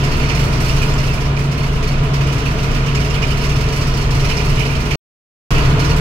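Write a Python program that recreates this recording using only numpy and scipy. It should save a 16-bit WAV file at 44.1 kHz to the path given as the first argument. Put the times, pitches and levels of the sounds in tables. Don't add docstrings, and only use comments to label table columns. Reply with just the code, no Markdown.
import sys
import numpy as np
from scipy import signal
from scipy.fft import rfft, irfft, next_fast_len
from scipy.io import wavfile
from scipy.ndimage import uniform_filter1d

SR = 44100
rng = np.random.default_rng(int(sys.argv[2]) if len(sys.argv) > 2 else 0)


def put_to_file(sound):
    columns = np.atleast_2d(sound).T
    safe = np.clip(columns, -1, 1)
    whole_steps = np.round(safe * 32767)
    wavfile.write(sys.argv[1], SR, whole_steps.astype(np.int16))


N = 264996

# time_s, level_db
RUMBLE_LEVEL = [(0, -19.5), (.32, -20), (.55, -21), (.85, -14.5), (1.0, -21), (1.5, -28), (1.93, -18),
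                (2.12, -24), (2.6, -26), (2.72, -17), (2.89, -24), (3.0, -23), (3.12, -22), (3.2, -22),
                (3.5, -20), (3.65, -26), (4.1, -18.5), (4.3, -17.5), (4.41, -28.5), (4.5, -17.5),
                (4.6, -21), (4.82, -25), (4.95, -17.5), (5.51, -17), (5.6, -17), (5.75, -32), (6.0, -26)]
# time_s, level_db
ROAR_LEVEL = [(0, -23), (.3, -22), (.8, -22.5), (1.45, -25), (2.2, -23.5), (3.0, -23.5), (3.9, -24),
              (4.25, -23), (4.95, -24), (5.51, -19), (5.7, -19.5), (6.0, -21)]
# pitch_hz, level_db (per Hz)
RUMBLE_COLOUR = [(6, -28.5), (17, -1), (24, 6), (33, 9.5), (44, 0.5), (54, -9.5), (75, -32), (300, -100)]
BOOM_COLOUR = [(10, -56.5), (35, -23), (55, 2), (75, 5), (115, 5.5), (150, 6.5), (180, -1.5), (195, -13),
               (260, -34), (1000, -87)]
ROAR_COLOUR = [(60, -50.5), (130, -14.5), (200, 0), (330, -3), (520, -14), (820, -12.5), (1500, -13.5),
               (1700, -12), (3000, -15.5), (5000, -26), (7000, -30.5), (9000, -37), (16000, -41.5)]
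CLATTER_COLOUR = [(500, -61), (1200, -19.5), (2000, 4.5), (3000, -5.5), (3500, -3.5), (5500, 0.5),
                  (6500, -2.5), (7300, -13), (8500, -28), (12000, -56)]
TICKING_COLOUR = [(3000, -47), (5500, -19.5), (7500, 1), (8700, 2.5), (9800, -2), (11500, -2), (13200, -1),
                  (14500, -13.5), (15700, -6)]
# pitch_hz, width_hz, lift_db (negative is a dip)
CAB_RESONANCES = [(343, 25, -7), (441, 82, 11), (636, 152, 8.5), (830, 53, -3.5), (987, 190, 7.5),
                  (1263, 237, 6.5), (1432, 59, 7)]
# pitch_hz, likeness (1 same, 0 unrelated, -1 opposite)
LIKENESS = [(20, 0.98), (60, 1), (130, 0.94), (220, 0.87), (340, 0.88), (460, 0.86), (600, 0.42),
            (750, .25), (1100, -0.00069), (1500, -0.21), (3100, 0.071), (15000, -0.97)]
# pitch_hz, left_right_db
ROAR_PAN = [(200, -3.5), (380, 2), (700, -2.5), (1300, -1.5), (3000, -4.5)]
CLATTER_PAN = [(1500, -4), (2500, -9), (5000, -7), (8000, -3), (10000, -1), (15000, -.6)]
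# time_s, speed_turns_per_s
CRANK_SPEED = [(0, 19.72), (.5, 19.68), (.9, 19.76), (1.9, 19.82), (3.7, 19.84), (4.3, 19.75),
               (4.96, 19.73), (5.5, 19.3), (6.01, 19.3)]
ORDER_MULTIPLE = [1, 3, 5, 6, 7, 8.23, 10, 12, 14, 16.5, 18, 21, 36]
# before_gap_db (rms), after_gap_db (rms)
ORDER_LEVEL = [(-36.5, -22), (-24, -20.5), (-37, -40), (-32.5, -43), (-20.5, -17), (-34.5, -25.5),
               (-45.5, -39), (-35.5, -57), (-42.5, -38.5), (-44, -37), (-43, -53), (-44.5, -44), (-45, -39)]
# time_s, light_parts_db, heavy_parts_db, ticking_db
SHAKING = [(0, -26, -26, -45), (.3, -31, -28, -49), (.75, -24, -29, -44), (1.1, -30, -29, -47),
           (1.33, -38, -34, -58), (1.7, -38, -38, -55), (2.05, -36, -33, -60), (2.4, -31, -32, -51),
           (2.83, -31, -27, -52), (3.2, -32, -30, -52), (3.5, -29, -29, -48), (4.07, -31, -31, -52.5),
           (4.4, -26, -28, -45.5), (4.95, -30.5, -30, -49), (5.51, -34, -29, -54.5), (6.0, -35, -32, -51)]
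# start_s, light_parts_db, heavy_parts_db, ticking_db
JOLTS = [(0.0334, -23.5, -24.5, -42), (0.1114, -24, -30.5, -45.5), (0.1634, -37, -36, -44),
         (0.1944, -26.5, -34, -49), (0.2294, -28, -29, -51), (0.286, -18, -22.5, -44.5),
         (0.3464, -21, -25.5, -38.5), (0.3904, -25, -29.5, -39), (0.4354, -34.5, -34, -40.5),
         (0.5214, -25, -31, -45), (0.6004, -23, -27.5, -36.5), (0.6444, -28, -27, -40.5),
         (0.6834, -24.5, -26, -41.5), (0.7594, -27, -27.5, -42), (0.8154, -28, -26.5, -38),
         (0.8864, -27, -29, -47.5), (0.9774, -23, -35.5, -46.5), (1.0294, -30.5, -33, -45),
         (1.0644, -26, -28, -45), (1.1334, -27, -34, -41), (1.2004, -25, -33, -45),
         (1.2504, -28.5, -41, -50), (1.3614, -28, -31, -47), (1.3884, -29, -34, -43),
         (1.4354, -30, -41.5, -48), (1.5115, -24, -30, -44), (1.5744, -28.5, -27.5, -43),
         (1.6264, -25, -27.5, -46), (1.6614, -35, -30, -48), (1.7214, -29.5, -39, -51),
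         (1.7514, -35.5, -31, -47), (1.8244, -22, -28, -42.5), (1.871, -25, -28, -41),
         (1.9144, -33, -33, -52), (1.9744, -32, -32, -57), (2.0294, -33, -33, -43.5),
         (2.1334, -20, -28, -40), (2.2054, -25.5, -24, -45), (2.2654, -27.5, -29, -44),
         (2.3204, -25, -26, -40), (2.3784, -27, -29, -46), (2.453, -26, -27, -43),
         (2.5074, -34, -36.5, -48), (2.5814, -28, -31, -46.5), (2.6254, -26.5, -29, -41),
         (2.7067, -28.5, -35, -47), (2.743, -24, -26, -43), (2.8584, -25.5, -28, -44),
         (2.945, -21, -25.5, -41), (2.997, -26, -31, -43), (3.041, -27, -29.5, -44),
         (3.0979, -27, -30.5, -45.5), (3.137, -25.5, -23, -41.5), (3.2167, -21, -18, -45),
         (3.2674, -31, -37, -44.5), (3.3014, -25.5, -27.5, -42), (3.3694, -27, -24, -43),
         (3.4104, -29.5, -30, -46.5), (3.4364, -22, -26.5, -44), (3.4894, -24.5, -27, -42.5),
         (3.5564, -25.5, -29, -42), (3.6044, -26.5, -34.5, -43.5), (3.68, -25.5, -29.5, -47.5),
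         (3.7214, -24.5, -27.5, -40.5), (3.7594, -25, -27, -39), (3.808, -22.5, -28.5, -43),
         (3.866, -26.5, -29, -40), (3.935, -24.5, -28.5, -47), (3.9674, -28, -27.5, -40.5),
         (4.0094, -25, -33.5, -43.5), (4.1034, -21.5, -28.5, -39.5), (4.1454, -27.5, -30, -42.5),
         (4.1944, -24, -28.5, -42), (4.2424, -22.5, -26, -41), (4.2894, -20.5, -18, -40),
         (4.3654, -22, -24.5, -45), (4.4434, -28, -40, -42), (4.4904, -28, -28, -41.5),
         (4.5514, -26.5, -25, -45.5), (4.59, -24, -23, -39.5), (4.6494, -26.5, -27.5, -45.5),
         (4.7014, -31, -31, -48), (4.7464, -28, -28.5, -47.5), (4.7994, -29, -33, -45.5),
         (4.8514, -29.5, -36, -46), (4.9044, -21, -19.5, -41), (5.5034, -18.5, -23, -34),
         (5.5444, -30, -26, -47), (5.5774, -23, -31, -39), (5.6183, -30, -33, -52), (5.6444, -26, -33, -43),
         (5.6954, -29, -32, -45), (5.7914, -17.5, -24, -37), (5.8404, -21, -31, -41),
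         (5.893, -20.5, -28, -40.5), (5.9604, -27, -32, -37.5)]
# start_s, peak_db, pitch_hz, t60_s (time to fade by 60 dB)
PINGS = [(.0498, -36, 7250, .07), (.939, -26.5, 7200, .06), (2.9542, -30, 7160, .065),
         (3.0983, -33, 7050, .06)]
FITTING_PITCH = [2170, 2350, 2435, 2550, 2660, 2810, 2960, 3170, 3430, 3650, 4200, 4380, 4670, 4780, 5060,
                 5260, 5620, 5850, 6200, 6560, 6850, 7880, 8180, 8520]
# level_db (relative), t60_s, left_right_db (added by panning)
FITTING_RING = [(-1.5, .025, -9), (-4, 0.033, -11.5), (3, 0.015, -14), (-2, 0.0062, -9.5),
                (-1, 0.09, -10.5), (-2, 0.018, -14.5), (-3.5, 0.019, -22), (-9.5, 0.046, -5),
                (-14, 0.026, -7), (-19.5, 0.06, -7), (-7, 0.036, -7.5), (-3, 0.12, -1),
                (-8.5, 0.062, -11.5), (-5.5, 0.0502, -4.5), (-10, 0.016, -13), (-6.5, 0.015, -15),
                (-10.5, 0.052, -11), (-11.5, .04, -1), (-21.5, .025, 0.5), (-20, 0.033, 0.5),
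                (-18.5, .025, -5), (-27, .05, -0.5), (-22, .05, -7.5), (-18, 0.041, 1.5)]
# start_s, end_s
GAP = (4.957, 5.5055)

BOOM_OVER_ROAR_DB, RUMBLE_SWELL_DB = 2, 2
HEAVY_RING_DB, LIGHT_RING_DB, CLATTER_DB, TICKING_DB = -3, -4.5, -4, 3.5
HEAVY_RISE_S, LIGHT_RISE_S, HEAVY_FALL_S, LIGHT_FALL_S = 0.0045, .0025, 0.026, 0.032
LEFT_LAG_SAMPLES = 12
FITTING_DIRECT_SHARE = .2
CUTOFF_HZ = 15900


def amp(db):
    return 10 ** (np.asarray(db) / 20)


def rms_one(x):
    return x / np.sqrt(np.mean(x ** 2) + 1e-20)


def in_time(rows):
    time_s, *columns = np.transpose(rows)
    return [np.interp(np.arange(N) / SR, time_s, column) for column in columns]


def at_hz(points, hz):
    point_hz, value = np.array(points).T
    return np.interp(np.log(hz), np.log(point_hz), value)


def drift(rate_hz):
    step = 40
    r = np.exp(-2 * np.pi * rate_hz * step / SR)
    noise = rng.standard_normal(N // step + 2002)
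    slow = signal.lfilter([1], [1, -2 * r, r * r], noise)[2000:]
    return np.interp(np.arange(N) / step, np.arange(len(slow)), rms_one(slow))


def colour(x, gain):
    size = next_fast_len(N)
    hz = np.linspace(1, SR / 2, size // 2 + 1)
    return irfft(rfft(x, size) * gain(hz), size)[..., :N]


def panned(x, pan):
    left = colour(x[0], lambda hz: amp(at_hz(pan, hz) / 2))
    right = colour(x[1], lambda hz: amp(-at_hz(pan, hz) / 2))
    return np.array([left, right])


def diffuse(spectrum, resonances=()):
    def gain(hz):
        lift = sum(lift_db / (1 + (2 * (hz - f) / width) ** 2) for f, width, lift_db in resonances)
        return amp(at_hz(spectrum, hz) + lift)

    def likeness(hz):
        return np.clip(at_hz(LIKENESS, hz), -1, 1)

    mid, side = rng.standard_normal((2, N))
    mid = colour(mid, lambda hz: gain(hz) * np.sqrt(1 + likeness(hz)))
    side = colour(side, lambda hz: gain(hz) * np.sqrt(1 - likeness(hz)))
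    return rms_one(np.array([mid + side, mid - side]))


def evened(x, window_s=0.042):
    power = uniform_filter1d(np.mean(x ** 2, axis=0), int(window_s * SR))
    return rms_one(x / (power + .05) ** .4)


def road_rumble():
    level_db = in_time(RUMBLE_LEVEL)[0] + RUMBLE_SWELL_DB * drift(4.4)
    return amp(level_db) * evened(diffuse(RUMBLE_COLOUR))


def road_boom():
    level_db = in_time(ROAR_LEVEL)[0] + BOOM_OVER_ROAR_DB + 0.25 * drift(18)
    return amp(level_db) * diffuse(BOOM_COLOUR)


def road_roar():
    (level_db,) = in_time(ROAR_LEVEL)
    return amp(level_db) * panned(diffuse(ROAR_COLOUR, CAB_RESONANCES), ROAR_PAN)


def engine():
    turns = np.cumsum(in_time(CRANK_SPEED)[0]) / SR
    later = np.arange(N) / SR > GAP[0]
    out = np.zeros(N)
    for multiple, (before_db, after_db) in zip(ORDER_MULTIPLE, ORDER_LEVEL):
        phase_turns = multiple * turns + rng.random() + .03 * drift(2.5)
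        level_db = np.where(later, after_db, before_db) + 1.4 * drift(3)
        out += np.sqrt(2) * amp(level_db) * np.sin(2 * np.pi * phase_turns)
    return out


def ring(clicks, hz, t60_s):
    r, w = amp(-60 / (t60_s * SR)), 2 * np.pi * hz / SR
    return signal.lfilter([0, np.sin(w)], [1, -2 * r * np.cos(w), r * r], clicks + 1e-18)


def from_right(near, other, share):
    late = np.roll(near, LEFT_LAG_SAMPLES)
    left = np.sqrt(share) * late + np.sqrt(1 - share) * other
    return np.array([left, near])


def pings():
    out = np.zeros(N)
    for start_s, peak_db, hz, t60_s in PINGS:
        click = amp(peak_db) * (np.arange(N) == int(start_s * SR))
        out += ring(click, hz, t60_s)
    return from_right(out, 0, share=1) * amp([[-4], [3]])


def burst(rise_s, fall_s):
    after_s = np.arange(SR // 5) / SR
    shape = (1 - np.exp(-after_s / rise_s)) ** 2 * np.exp(-after_s / fall_s)
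    return shape / shape.max()


def jolts():
    light, heavy = burst(LIGHT_RISE_S, LIGHT_FALL_S), burst(HEAVY_RISE_S, HEAVY_FALL_S)
    shape = np.array([light, heavy, light])
    out = np.zeros((3, N))
    for start_s, *peak_db in JOLTS:
        i = int(start_s * SR)
        out[:, i:i + shape.shape[1]] += (amp(peak_db)[:, None] * shape)[:, :N - i]
    return out


def knocks(per_s, uneven_db):
    strength = amp(uneven_db * np.minimum(rng.exponential(1, (2, N)), 4))
    push_or_pull = rng.choice([-1, 1], (2, N))
    contact = rng.random((2, N)) < per_s / SR
    return rms_one(strength * push_or_pull * contact)


def clatter(envelope, spectrum, share):
    near, other = knocks(9000, uneven_db=1.5) * envelope
    ticks = colour(from_right(near, other, share), lambda hz: amp(at_hz(spectrum, hz)))
    return panned(ticks, CLATTER_PAN)


def fittings(heavy, light):
    out = np.zeros((2, N))
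    for hz, (level_db, t60_s, pan_db) in zip(FITTING_PITCH, FITTING_RING):
        patchy = amp(3.2 * drift(16))
        force = knocks(1500, uneven_db=3.0) * patchy * (heavy if hz < 4000 else light)
        near, other = ring(force, hz, t60_s) / np.sqrt(t60_s * SR)
        stereo = from_right(near, other, FITTING_DIRECT_SHARE)
        out += amp(level_db) * stereo * amp([[pan_db / 2], [-pan_db / 2]])
    return out


def scene():
    road = road_rumble() + road_boom() + road_roar()
    light, heavy, ticking = amp(in_time(SHAKING)) + jolts()
    ticks = amp(CLATTER_DB) * clatter(light, CLATTER_COLOUR, share=0.15)
    fine_ticks = amp(TICKING_DB) * clatter(ticking, TICKING_COLOUR, share=0.17)
    rings = fittings(amp(HEAVY_RING_DB) * heavy, amp(LIGHT_RING_DB) * light)
    return road + engine() + pings() + ticks + fine_ticks + rings


def record(dry):
    t = np.arange(N) / SR
    fade_out, fade_in = (GAP[0] - t) / 0.0006, (t - GAP[1]) / 0.00077
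    live = np.clip(np.maximum(fade_out, fade_in), 0, 1)
    rounded = 1.5 * np.tanh(dry / 1.5)
    low_pass = signal.ellip(14, .3, 75, CUTOFF_HZ - 100, fs=SR, output="sos")
    return signal.sosfilt(low_pass, live * rounded)


dry = scene()
out = record(dry)
put_to_file(out)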